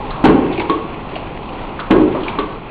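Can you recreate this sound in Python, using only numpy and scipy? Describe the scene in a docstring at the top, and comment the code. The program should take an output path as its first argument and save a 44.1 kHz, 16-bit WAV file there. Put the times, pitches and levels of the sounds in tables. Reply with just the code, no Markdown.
"""An echoing workshop, with a cheap, dull microphone whose input overloads on the loudest blows.
A wrapping machine runs: motors and chains drone as bands of noise, with a crackling rattle in the treble.
Once a cycle the linkage ticks and rattles in short noise bursts and clacks on a ringing bar.
Heavy knocks on a hollow steel cabinet stand in front: beating modes, a low thump and a crack."""
import sys
import numpy as np
from scipy import signal
from scipy.fft import rfft, irfft
from scipy.io import wavfile
from scipy.ndimage import uniform_filter1d

SR = 44100
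rng = np.random.default_rng(int(sys.argv[2]) if len(sys.argv) > 2 else 0)


def volts_from_db(level):
    """Convert decibel levels to linear amplitude ratios."""
    exponent = np.asarray(level, float) / 20
    return 10 ** exponent


def generate_wav(sig):
    """Save sig (samples, or channels by samples) to the path in sys.argv[1] as 16-bit PCM at SR."""
    pcm = np.round(np.clip(np.atleast_2d(sig).T, -1, 1) * 32767).astype(np.int16)
    wavfile.write(sys.argv[1], SR, pcm)


N = 119070  # 2.7 s
BANDS_HZ = 25 * 2 ** np.arange(0, 7.7, 1 / 3)  # third-octave centres


def unit(x):
    """Scale to rms 1."""
    return x / np.sqrt(np.mean(x ** 2))


def shape_db(table, hz):
    """Read a (frequency [Hz], value) table on a log-frequency axis."""
    table = np.array(table, float)
    return np.interp(np.log(hz), np.log(table[:, 0]), table[:, 1])


def band(hz, width_hz, size):
    """Noise in one bell-shaped band, rms 1."""
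    f = np.arange(size // 2 + 1) * SR / size
    bell = np.exp(-0.5 * ((f - hz) / width_hz) ** 2)
    return unit(irfft(rfft(rng.standard_normal(size)) * bell, size))


def fade(t, t60):
    """Exponential decay by 60 dB in t60 seconds, held within 0.01 to 3 s."""
    return np.exp(-np.log(1000) * t / np.clip(t60, 0.01, 3))


def add(out, s, x):
    """Mix x in at s seconds."""
    i = int(s * SR)
    out[i:i + len(x)] += x[:N - i]


def walk(rate):
    """Random levels held 1 / rate s and slewed twice."""
    k = int(SR / rate)
    held = np.repeat(rng.standard_normal(N // k + 1), k)
    return 1.3 * uniform_filter1d(uniform_filter1d(held, k), k)[:N]


def chain_rattle():
    """Chain links strike at random moments and strengths; each strike leaves a very short decay, rms 1."""
    strikes_per_s, spread_db = 140, 3.5
    strikes = rng.random(N) < strikes_per_s / SR
    links = strikes * volts_from_db(spread_db * rng.exponential(size=N))
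    return unit(signal.lfilter([1], [1, -0.99], links))


# colour of the motors and gears: (frequency [Hz], relative level [dB per Hz])
DRONE_COLOUR = [(12, -30), (22, 9), (54, -1), (80, -2.5), (156, 0), (290, -1.5), (450, -2), (600, -7.5),
                (800, -4), (1100, -5), (1500, -21.5), (2000, -18.5), (2700, -16.5), (3500, -24.5),
                (4400, -35), (5700, -35.5)]
# how loud the machine stands behind the hits: (time [s], level [dB])
DRONE_LEVEL = [(0.0, -25), (0.53, -24.5), (0.89, -26), (1.65, -27), (2.15, -26), (2.7, -27.5)]


def drone():
    """Motors and gears in third-octave bands that swell together and flicker alone; links rattle in the treble."""
    swell_scale_db, flicker_scale_db = 0.8, 1.2  # these scale the random walks
    rattle_gain = 2 * volts_from_db(-17.5)  # against each treble band
    out, swell, links = 0, walk(9), chain_rattle()
    for hz in BANDS_HZ:
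        db = shape_db(DRONE_COLOUR, hz) + swell_scale_db * swell + flicker_scale_db * walk(12)
        rattle = 1 + (hz > 1300) * rattle_gain * links
        # the root of hz turns level per Hz into level per third octave
        out = out + volts_from_db(db) * np.sqrt(hz) * band(hz, hz / 8, N) * rattle
    curve = np.array(DRONE_LEVEL)
    return unit(out) * volts_from_db(np.interp(np.arange(N) / SR, curve[:, 0], curve[:, 1]))


# linkage ticks: (time [s], level [dB], centre [Hz], t60 [s])
LINKAGE_TICKS = [(0.1053, -28.5, 3730, 0.072), (0.106, -26.5, 1137, .3), (0.1478, -41.5, 2565, 0.039),
                 (0.5253, -29.5, 3336, .1), (0.545, -38.5, 3130, 0.28), (.557, -31, 2500, .05),
                 (0.576, -24.5, 2470, 0.079), (0.5959, -17.5, 2270, 0.062), (.612, -31, 3160, 0.11),
                 (0.599, -38, 3200, 0.29), (1.0898, -38, 2600, 0.094), (1.1542, -27.5, 2650, 0.17),
                 (1.16, -22.5, 672, 0.14), (1.4896, -31.5, 2666, 0.051), (1.5309, -32, 2376, 0.046),
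                 (1.6272, -41.5, 3240, 0.12), (1.792, -20, 1260, 0.16), (1.802, -39, 2290, 0.081),
                 (1.7979, -24.5, 3410, 0.053), (2.001, -40.5, 2755, 0.33), (2.1488, -27.5, 1124, 0.48),
                 (2.1468, -31, 2490, 0.026), (2.149, -15, 591, 0.13), (2.205, -39.5, 3560, .2),
                 (2.232, -32.5, 2910, 0.38), (2.2809, -14.5, 2440, 0.035), (2.287, -34, 3430, 0.19),
                 (2.26, -24.5, 976, 0.67), (.6, -22, 930, 0.26), (0.251, -19, 2760, 0.17),
                 (.253, -3, 853, 0.064), (1.794, -40, 4400, 0.089), (.697, -20, 3610, 0.027),
                 (2.3883, -19.5, 3330, 0.038)]
# dull thuds and rebounds of the panel: (time [s], level [dB])
PANEL_THUDS = [(.581, -11), (.607, -14.5), (1.1325, -24.5), (2.019, -21), (0.293, -5), (0.453, -19.5),
               (1.963, -4), (2.099, -15.5)]


def ticks():
    """Small parts and packs meet, the panel thuds: short noise bursts around one pitch region."""
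    thud_hz, thud_t60_s = 356, 0.05
    wide_click_db = -5  # against the narrow burst
    out, t = np.zeros(N), np.arange(8192) / SR
    thuds = [(s, db, thud_hz, thud_t60_s) for s, db in PANEL_THUDS]
    for s, db, hz, t60 in LINKAGE_TICKS + thuds:
        narrow = band(hz, 0.135 * hz, len(t))
        wide = volts_from_db(wide_click_db) * band(hz, 0.8 * hz, len(t))
        onset = 1 - np.exp(-t / 0.0007)
        add(out, s, volts_from_db(db) * (narrow + wide) * fade(t, t60) * onset)
    return out


def blow(modes, blur_hz, body, body_db, t60s):
    """One blow: each mode is a cluster of close neighbours that beat; countless small modes fade as noise."""
    t = np.arange(32768) / SR
    ring = 0
    for hz, db, t60 in modes:
        tone = np.sin(2 * np.pi * hz * t)
        cluster = 0.6 * band(hz, blur_hz, len(t)) * (1 - np.exp(-t / 0.0067))
        ring = ring + volts_from_db(db) * (tone + cluster) * fade(t, t60)
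    gains = np.array([volts_from_db(shape_db(body, hz)) * np.sqrt(hz) * (hz >= body[0][0]) for hz in BANDS_HZ])
    gains = gains / np.sqrt(np.sum(gains ** 2))
    dense = 0
    for hz, gain in zip(BANDS_HZ, gains):
        t60 = shape_db([(200, t60s[0]), (3000, t60s[1])], hz)
        dense = dense + gain * band(hz, hz / 8, len(t)) * fade(t, t60)
    return ring / 2 + volts_from_db(body_db) * dense * (1 - np.exp(-t / 0.006))


# clacks on the bar: (time [s], level [dB])
BAR_CLACKS = [(.6972, -5.5), (2.387, -7)]
# modes of the bar: (frequency [Hz], relative level [dB], t60 [s])
BAR_MODES = [(330, -6, .1), (438, -3, .17), (890, -14, .2), (969, -12, .1), (1060, -4, .06),
             (1106, -1, .22), (1145, -11, .3), (1502, -17, .15), (2137, -22, .1)]
# colour of the bar's dense small modes: (frequency [Hz], relative level [dB per Hz])
BAR_BODY = [(120, -33), (200, -1.5), (457, 4.5), (631, -23.5), (1130, -1), (1300, -19.5), (3380, -18.5),
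            (4370, -57.5), (5680, -62.5), (9610, -120)]


def clacks():
    """The ringing clack, once a machine cycle: a blow on the bar sets its modes ringing."""
    blur_hz, body_db, body_t60_s = 8, -6, (0.15, 0.22)  # t60 at 200 Hz and 3 kHz
    out = np.zeros(N)
    for s, db in BAR_CLACKS:
        add(out, s, volts_from_db(db) * blow(BAR_MODES, blur_hz, BAR_BODY, body_db, body_t60_s))
    return out


# heavy knocks on the cabinet: (time [s], level [dB], lead of a light first contact [s])
CABINET_KNOCKS = [(0.2411, -3, 0.0015), (1.9078, -5, 0.0028)]
# modes of the hollow cabinet: (frequency [Hz], relative level [dB], t60 [s])
CABINET_MODES = [(218.4, -13.5, 0.34), (263.6, -6, 0.11), (316.3, -1, 0.36), (368, -6, 1),
                 (376, -7.5, 0.58), (418.6, -8.5, 0.36), (559.6, -7, 0.54), (636, -20, 0.28),
                 (791, -22, 0.9), (843, -6.5, 0.13), (926, -43, 0.36), (1092, -5, 0.27),
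                 (1398, -20.5, 0.15)]
# colour of the cabinet's dense small modes: (frequency [Hz], relative level [dB per Hz])
CABINET_BODY = [(41, -48), (70, -22), (150, -17), (243, -8), (350, 0), (470, -12), (700, -21), (900, -19),
                (1100, -15), (1440, -28), (2650, -36), (4370, -42), (5680, -60)]


def knocks():
    """Heavy blows on the cabinet: a light first contact, a crack, the panel's thump, a rough ring."""
    blur_hz, body_db, body_t60_s = 12, -1.5, (0.83, 0.23)  # t60 at 200 Hz and 3 kHz
    thump_hz, thump_db, thump_t60_s = 276.4, 9.5, 0.048  # the first swing of the big panel
    crack_hz, crack_width_hz, crack_db, crack_t60_s = 1500, 1300, -4.5, 0.088  # the contact
    lead_hz, lead_db, lead_t60_s = 650, 1, 0.01  # the light first contact
    out = np.zeros(N)
    t = np.arange(8192) / SR
    for s, db, lead in CABINET_KNOCKS:
        ring = blow(CABINET_MODES, blur_hz, CABINET_BODY, body_db, body_t60_s)
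        thump = volts_from_db(thump_db) * np.sin(2 * np.pi * thump_hz * t) * fade(t, thump_t60_s)
        crack = volts_from_db(crack_db) * band(crack_hz, crack_width_hz, len(t)) * fade(t, crack_t60_s)
        first = -volts_from_db(lead_db) * np.sin(2 * np.pi * lead_hz * t) * fade(t, lead_t60_s)
        add(out, s, volts_from_db(db) * ring)
        add(out, s, volts_from_db(db) * thump)
        add(out, s, volts_from_db(db) * crack)
        add(out, s - lead, volts_from_db(db) * first)
    return out


def workshop_echo(hits):
    """The room answers with a dense noise tail that builds up softly, decays and is weak in the treble."""
    room_t60_s, room_db = 0.65, -13.5
    t = np.arange(SR) / SR
    tail = rng.standard_normal(SR) * fade(t, room_t60_s) * (1 - np.exp(-(t / 0.016) ** 2))
    tail = signal.lfilter([1], [1, -0.8], tail)
    tail = tail / np.sqrt(np.sum(tail ** 2))
    return volts_from_db(room_db) * signal.fftconvolve(hits, tail)[:N]


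def scene():
    """The hits echo in the workshop over the drone."""
    hits = ticks() + clacks() + knocks()
    return (drone() + workshop_echo(hits) + hits)[None]


def top_cut(x):
    """Nothing passes above the cut-off."""
    return signal.sosfilt(signal.butter(12, 15800, fs=SR, output="sos"), x)


def record(dry):
    """The microphone input clips, a steep filter dulls the sound, and the loudest overshoots clip once more."""
    clip_in, clip_out, offset = 0.7, 0.725, 0.0058  # full scale is 1
    soft_hz, top_hz, spill_hz = 4200, 4550, 10500  # gentle, steep and last low-pass
    x = np.clip(dry, -clip_in, clip_in)
    x = signal.sosfilt(signal.butter(2, soft_hz, fs=SR, output="sos"), x)
    x = signal.sosfilt(signal.ellip(8, 0.5, 85, top_hz, fs=SR, output="sos"), x)
    x = np.clip(x, -clip_out, clip_out)
    x = signal.sosfilt(signal.butter(4, spill_hz, fs=SR, output="sos"), x)
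    mix = x + offset
    return top_cut(mix)


dry = scene()
out = record(dry)
generate_wav(out)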